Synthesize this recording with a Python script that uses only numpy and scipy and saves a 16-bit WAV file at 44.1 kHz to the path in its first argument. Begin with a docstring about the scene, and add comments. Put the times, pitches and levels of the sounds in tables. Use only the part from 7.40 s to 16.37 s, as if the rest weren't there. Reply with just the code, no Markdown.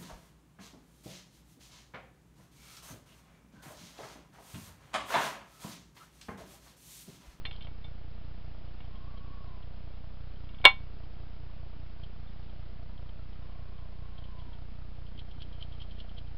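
"""A metal plate clanks onto the paving of a night garden after a hedgehog treads on its rim and tips it up.
Each knock of the rim makes the plate ring and crunches a little grit. The hedgehog's claws and stiff
spines rustle in tiny clicks, and near the end it scratches itself close by. Far off an animal wails
faintly, and now and then there is a soft, dull bump. A small night camera adds hiss and a low buzz at
its frame rate, and overloads on the clank."""
import sys
import numpy as np
from scipy import signal
from scipy.fft import rfft, irfft
from scipy.io import wavfile

SR = 44100
rng = np.random.default_rng(int(sys.argv[2]) if len(sys.argv) > 2 else 0)


def unload_wav(signal):
    """Save mono or channel-first audio to the path in sys.argv[1] as 16-bit WAV at rate SR, clipped to [-1, 1]."""
    wavfile.write(
        sys.argv[1],
        SR,
        np.round(np.clip(np.atleast_2d(signal).T, -1, 1) * 32767).astype(np.int16),
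    )


N = 395577
T = np.arange(N) / SR

# Levels in the tables are relative: filters and gains act on them later.
# tone of the hiss: pitch_hz, level_db
HISS_TONE = [(20, 14.5), (100, 14.5), (250, 14), (500, 9), (1000, 4), (2000, -0.5), (2800, -0.5),
             (3200, -0.5), (3700, -4), (5000, -5.5), (5600, -16.5)]
# tone of the camera's buzz: pitch_hz, level_db
BUZZ_TONE = [(4, -21), (12, -11), (30, 3), (120, 1.5), (220, -2), (330, -16.5), (500, -14), (670, -4),
             (900, -18), (1350, -12.5), (1800, -28.5), (5000, -30)]
# dips in the camera's power supply, one kind for each load on it: width_ms, depth_db, delay_ms
POWER_DIPS = [(3.6, -3, -2), (5.2, 0, 0), (5.1, 0, 0), (4.4, -1.5, -.8), (7.2, -2.2, .6), (7.3, -2.8, .6)]
# late on, the load holds still for a while at a time: start_s, row_of_power_dips
STEADY_LOADS = [(8.13, 1), (8.43, 4), (8.76, 2)]
# soft low bumps: start_s, level_db
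SOFT_BUMPS = [(1.056, -52), (4.774, -50), (5.769, -50), (7.063, -49), (7.757, -48), (7.955, -49),
              (8.058, -45)]
# tone of the bumps: pitch_hz, level_db
BUMP_TONE = [(30, -6), (100, -1), (280, 0), (420, -16), (900, -40)]
# the far animal's calls: start_s, length_s, rise_s, top_pitch_hz, fall_hz, level_db
FAR_CALLS = [(1.463, .76, .36, 1130, 210, -62.5), (5.479, .14, 0.046, 980, 10, -60),
             (5.961, .58, .14, 1105, 120, -65), (6.52, 0.71, .17, 1100, 260, -65.5)]
# single scuffs of claws and spines: peak_time_s, level_db, decay_s
SCUFFS = [(.129, -51, 0.017), (.1615, -48, .007), (0.224, -49, .005), (.246, -49, .008),
          (1.287, -58, .0055), (1.556, -58, .012), (1.774, -54, .008), (2.227, -56, .007),
          (2.96, -57, .007), (4.6365, -47.5, .006), (5.577, -58, .008), (5.693, -57, .006),
          (6.779, -50.5, 0.0087), (6.84, -55, 0.017), (6.989, -57, 0.024), (7.132, -53.5, 0.01)]
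# tone of the spines: pitch_hz, level_db
SPINE_TONE = [(500, -27.5), (1500, -23.5), (2500, -14), (2900, -2.5), (3180, 7.5), (3450, -5.5), (3700, -8),
              (4300, -10.5), (5300, -22.5)]
# tone of the grit and of the plate's many weak, crowded notes: pitch_hz, level_db
GRIT_TONE = [(100, -30.5), (250, -7.5), (450, -2), (900, -1), (1400, -4.5), (1900, 1.5), (2300, -4),
             (3300, 5.5), (3900, -8.5), (4500, -18.5), (5300, -23.5)]
# the notes the plate rings with (its modes): pitch_hz, level_db, fade_s (time to fall 60 dB)
PLATE_NOTES = [(515, -28.1, 0.07), (603, -24.3, 0.087), (782, -17, 0.125), (879, -18.5, 0.11),
               (980, -17.4, 0.1), (1037, -12.5, 0.12), (1108, -17.7, 0.094), (1168, -25.8, 0.1),
               (1247, -27.3, 0.093), (1345, -19, 0.1), (1460, -21, 0.07), (1593, -24.5, 0.099),
               (1823, -36.1, 0.169), (1924, -35.6, 0.12), (2048, -28.5, 0.106), (2128, -20, 0.11),
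               (2251, -5.5, 0.17), (2454, -19, 0.06), (2697, -25.2, 0.1), (2778, -11, 0.11),
               (2938, -22.4, 0.06), (3109, -32.8, 0.142), (3219, -33.5, 0.163), (3320, -22.0, 0.073),
               (3560, -8.5, 0.11), (4183, -16.6, 0.095), (5090, -46.2, 0.095), (5539, -50.4, 0.118)]
# the rim hits the paving (once, at 0.270 s, a paw thumps the plate dully) and favours one pitch band: start_s,
# level_db, band_hz, lift_db, crunch_db
RIM_KNOCKS = [(.0525, -27.5, 4200, 10, 15.5), (.059, -35, 4200, 5.5, 12), (.0665, -33, 4200, 10.5, 11),
              (.1107, -42, 4200, 6, 18), (.2075, -37, 3150, 15, 12.5), (.270, -37.5, 550, 9, 15.5),
              (.4427, -40, 3560, 11, 4), (1.404, -56, 2250, 1.5, 18), (3.2422, -13, 1000, 8.5, 2.5),
              (3.2472, -14.5, 3800, 19.5, 0.5), (3.2521, .5, 3000, 2, 8.5), (3.2548, -7.5, 3560, 20.5, 10),
              (4.87, -51, 3560, 14, -8)]


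def from_db(db):
    """Turn decibels into a number to multiply by."""
    return 10 ** (np.asarray(db) / 20)


def normalise(x):
    """Scale a sound to an average (rms) level of 1."""
    return x / np.sqrt(np.mean(x ** 2))


def mix_in(out, start_s, x):
    """Add x to out from start_s on."""
    i = max(int(start_s * SR), 0)
    out[i:i + len(x)] += x[:max(len(out) - i, 0)]


def shape_tone(x, points, size=8192):
    """Filter a sound along a curve of (pitch_hz, level_db) points."""
    hz, db = np.transpose(points)
    freqs = np.maximum(np.fft.rfftfreq(size, 1 / SR), 1)
    gains = from_db(np.interp(np.log(freqs), np.log(hz), db))
    # folding the cepstrum keeps the filter from sounding before its input does
    cepstrum = irfft(np.log(gains))
    cepstrum[1:size // 2] *= 2
    cepstrum[size // 2 + 1:] = 0
    return signal.fftconvolve(x, irfft(np.exp(rfft(cepstrum))))[:len(x)]


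def toned_noise(tone, samples=N):
    """Noise with the given tone, at an average level of 1."""
    return normalise(shape_tone(rng.standard_normal(samples), tone))


def fade(t, fade_s):
    """Die away smoothly, falling 60 dB in fade_s."""
    return np.exp(-np.log(1000) * t / fade_s)


def wander(steps_per_s):
    """Random values joined by straight lines."""
    steps = rng.standard_normal(int(T[-1] * steps_per_s) + 2)
    return np.interp(T * steps_per_s, np.arange(len(steps)), steps)


def quickening(k, start_s, gap_s, shrink):
    """Time of step k when each gap is shrink times the one before."""
    return start_s + gap_s * (1 - shrink ** k) / (1 - shrink)


def echoes(x, fade_s, echo_db):
    """Add the scattered echoes that come back from walls and plants."""
    t = T[:SR]
    tail = rng.standard_normal(SR) * fade(t, fade_s) * (1 - np.exp(-t / .004))
    return x + from_db(echo_db) * signal.fftconvolve(x, tail / np.linalg.norm(tail))[:N]


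def hiss(gain_db=-57.5, drift_db=-.34):
    """Microphone noise and still night air make an even hiss."""
    return toned_noise(HISS_TONE) * from_db(gain_db + drift_db * wander(2.8))


def camera_buzz(gain_db=-34.5, first_frame_s=.0182, frame_s=.033192, rounds_per_s=5.05, scatter_ms=.093):
    """Each picture frame pulls the power down for a few milliseconds, which leaks into the sound."""
    dips = np.zeros(N)
    starts = np.arange(first_frame_s, T[-1], frame_s)
    rows = (starts * rounds_per_s % 1 * len(POWER_DIPS)).astype(int)  # a repeating round of loads
    for start_s, row in STEADY_LOADS:
        rows[starts > start_s] = row
    for start_s, row, chance in zip(starts, rows, rng.standard_normal((len(starts), 2))):
        width_ms, depth_db, delay_ms = POWER_DIPS[row]
        width_s = (width_ms + scatter_ms * chance[0]) / 1000
        delay_s = (delay_ms + scatter_ms * chance[1]) / 1000
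        mix_in(dips, start_s + delay_s - width_s / 2, -from_db(depth_db) * np.ones(int(width_s * SR)))
    rasp = 1 + rng.standard_normal(N)  # the load is restless during each dip
    return from_db(gain_db) * shape_tone(dips * rasp, BUZZ_TONE)


def bumps(attack_s=.002, fade_s=.13):
    """Short bursts of low noise sound as soft, dull bumps."""
    t, loudness = T[:SR // 2], np.zeros(N)
    for start_s, level_db in SOFT_BUMPS:
        mix_in(loudness, start_s, from_db(level_db) * (1 - np.exp(-t / attack_s)) * fade(t, fade_s))
    return loudness * toned_noise(BUMP_TONE)


def far_wails(rise_hz=85, attack_s=.1, release_s=.12, flutter_db=2.2):
    """A far animal's thin, unsteady calls climb in pitch and sag again, blurred by the distance."""
    calls = np.zeros(N)
    wobble = 1 + .04 * wander(130)
    for start_s, length_s, rise_s, top_hz, fall_hz, level_db in FAR_CALLS:
        t = np.clip(T - start_s, 0, length_s)
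        left_to_climb = np.maximum(1 - t / rise_s, 0)
        sag = (np.maximum(t - rise_s, 0) / (length_s - rise_s)) ** 2
        pitch_hz = (top_hz - rise_hz * left_to_climb - fall_hz * sag) * wobble
        swell = np.minimum(t / attack_s, 1) * np.minimum((length_s - t) / release_s, 1)
        calls += from_db(level_db) * swell * np.sin(2 * np.pi * np.cumsum(pitch_hz) / SR)
    return echoes(calls * from_db(flutter_db * wander(15)), fade_s=.44, echo_db=-3)


def claw_ticks(count=10, from_s=1.3, to_s=7.3, level_db=-62, scatter_db=2, decay_s=.007):
    """The claws tick at random as the hedgehog looks for food; gives rows like SCUFFS."""
    return [(from_s + (to_s - from_s) * (k + when) / count, level_db + scatter_db * (2 * size - 1), decay_s)
            for k, (when, size) in enumerate(rng.random((count, 2)))]


def leg_strokes(count=6, period_s=.174, hardest_at_s=8.26):
    """The scratching hind leg settles to its pace as its effort swells and eases; rows like SCUFFS."""
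    def time_s(k):
        return quickening(k, start_s=7.792, gap_s=.054, shrink=.58) + k * period_s

    def effort_db(s):
        return -41.2 - 18 * (s - hardest_at_s) ** 2

    kick_times = time_s(np.arange(count))
    kicks = [(s, effort_db(s), .0075) for s in kick_times]
    # the claws meet the coat just before each kick, and the leg swings back around the kicks
    touches = [(s - .016, effort_db(s) - 9, .007) for s in kick_times]
    swings = [(s, effort_db(s) - 10.5, .013) for s in time_s(np.arange(count + 1) - .5)]
    return kicks + touches + swings


def hedgehog_rustle(gain_db=-2, clicks_per_s=5000, scatter_db=4, bend_s=.0013, brush_db=-20.5, brush_s=.03):
    """Each stroke bends many stiff spines, which click back; softer brushing leads in and out."""
    force = np.zeros(N)
    t = T[:SR // 2] - .25  # zero at the peak of the stroke
    brush = from_db(brush_db) * np.exp(-abs(t) / brush_s)
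    for peak_time_s, level_db, decay_s in SCUFFS + leg_strokes() + claw_ticks():
        flick = np.exp(-np.maximum(-t / bend_s, t / decay_s))
        force += np.interp(T, peak_time_s + t, from_db(level_db) * (flick + brush), left=0, right=0)
    clicks = (rng.random(N) < clicks_per_s / SR) * rng.choice([-1, 1], N)
    sizes = from_db(scatter_db * rng.standard_normal(N))
    return from_db(gain_db) * force * normalise(shape_tone(clicks * sizes, SPINE_TONE))


def plate_slips(count=4, level_db=-51, band_hz=3000, lift_db=7, crunch_db=12.5):
    """The tilted plate slips in ever quicker jerks before it falls; gives rows like RIM_KNOCKS."""
    times = quickening(np.arange(count), start_s=3.09, gap_s=.055, shrink=.73)
    return [(s, level_db, band_hz, lift_db, crunch_db) for s in times]


def plate_bounces(count=3, level_db=-20, loss_db=8, band_hz=2250, lift_db=6, crunch_db=0):
    """The fallen plate rocks, each bounce sooner and weaker; gives rows like RIM_KNOCKS."""
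    times = quickening(np.arange(count), start_s=3.2825, gap_s=.0205, shrink=.58)
    return [(s, level_db - k * loss_db, band_hz, lift_db, crunch_db) for k, s in enumerate(times)]


def metal_plate(linger_db=-23, linger_stretch=1.9, wash_db=-20, grit_db=-11):
    """Each hit of the rim rings the same notes, over a wash of weaker ones, and crunches some grit."""
    t, out = T[:SR // 2], np.zeros(N)
    ring = np.zeros(len(t))
    for k, (pitch_hz, level_db, fade_s) in enumerate(PLATE_NOTES):
        # a small share of each note lingers; neighbouring notes swing opposite ways at the rim
        decay = fade(t, fade_s) + from_db(linger_db) * fade(t, fade_s * linger_stretch)
        ring += (-1) ** k * from_db(level_db) * decay * np.sin(2 * np.pi * pitch_hz * t)
    wash = from_db(wash_db) * fade(t, fade_s=.13)
    for start_s, level_db, band_hz, lift_db, crunch_db in RIM_KNOCKS + plate_slips() + plate_bounces():
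        crunch = from_db(grit_db + crunch_db) * fade(t, fade_s=.028)
        noise = toned_noise(GRIT_TONE, len(t)) * (wash + crunch)
        # where and how hard the rim hits decides which notes answer: those outside the band are softer
        hit_tone = [(band_hz * ratio, -share * lift_db)
                    for ratio, share in [(.2, 1.5), (.8, 1), (1, 0), (1.25, 1), (5, 2)]]
        mix_in(out, start_s, from_db(level_db) * shape_tone(ring + noise, hit_tone))
    return out


def scene():
    """Plate and hedgehog between low garden walls, over far wails, buzz, hiss and bumps."""
    near = echoes(metal_plate() + hedgehog_rustle(), fade_s=.25, echo_db=-28)
    return (near + far_wails() + camera_buzz() + hiss() + bumps())[None]


def record(dry, headroom=1.7, treble_limit_hz=5500, output_limit_hz=16000, offset=.019):
    """The camera squashes loud peaks and cuts the treble; the sound is then clipped and stored at 16 bits, and
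    sits a little off centre."""
    overloaded = headroom * np.tanh(dry / headroom)
    dulled = signal.sosfilt(signal.ellip(10, .2, 80, treble_limit_hz, fs=SR, output="sos"), overloaded)
    stored = np.round(np.clip(dulled, -1, 1) * 2 ** 15) / 2 ** 15
    return offset + signal.sosfilt(signal.ellip(8, .2, 70, output_limit_hz, fs=SR, output="sos"), stored)


dry = scene()
out = record(dry)
unload_wav(out)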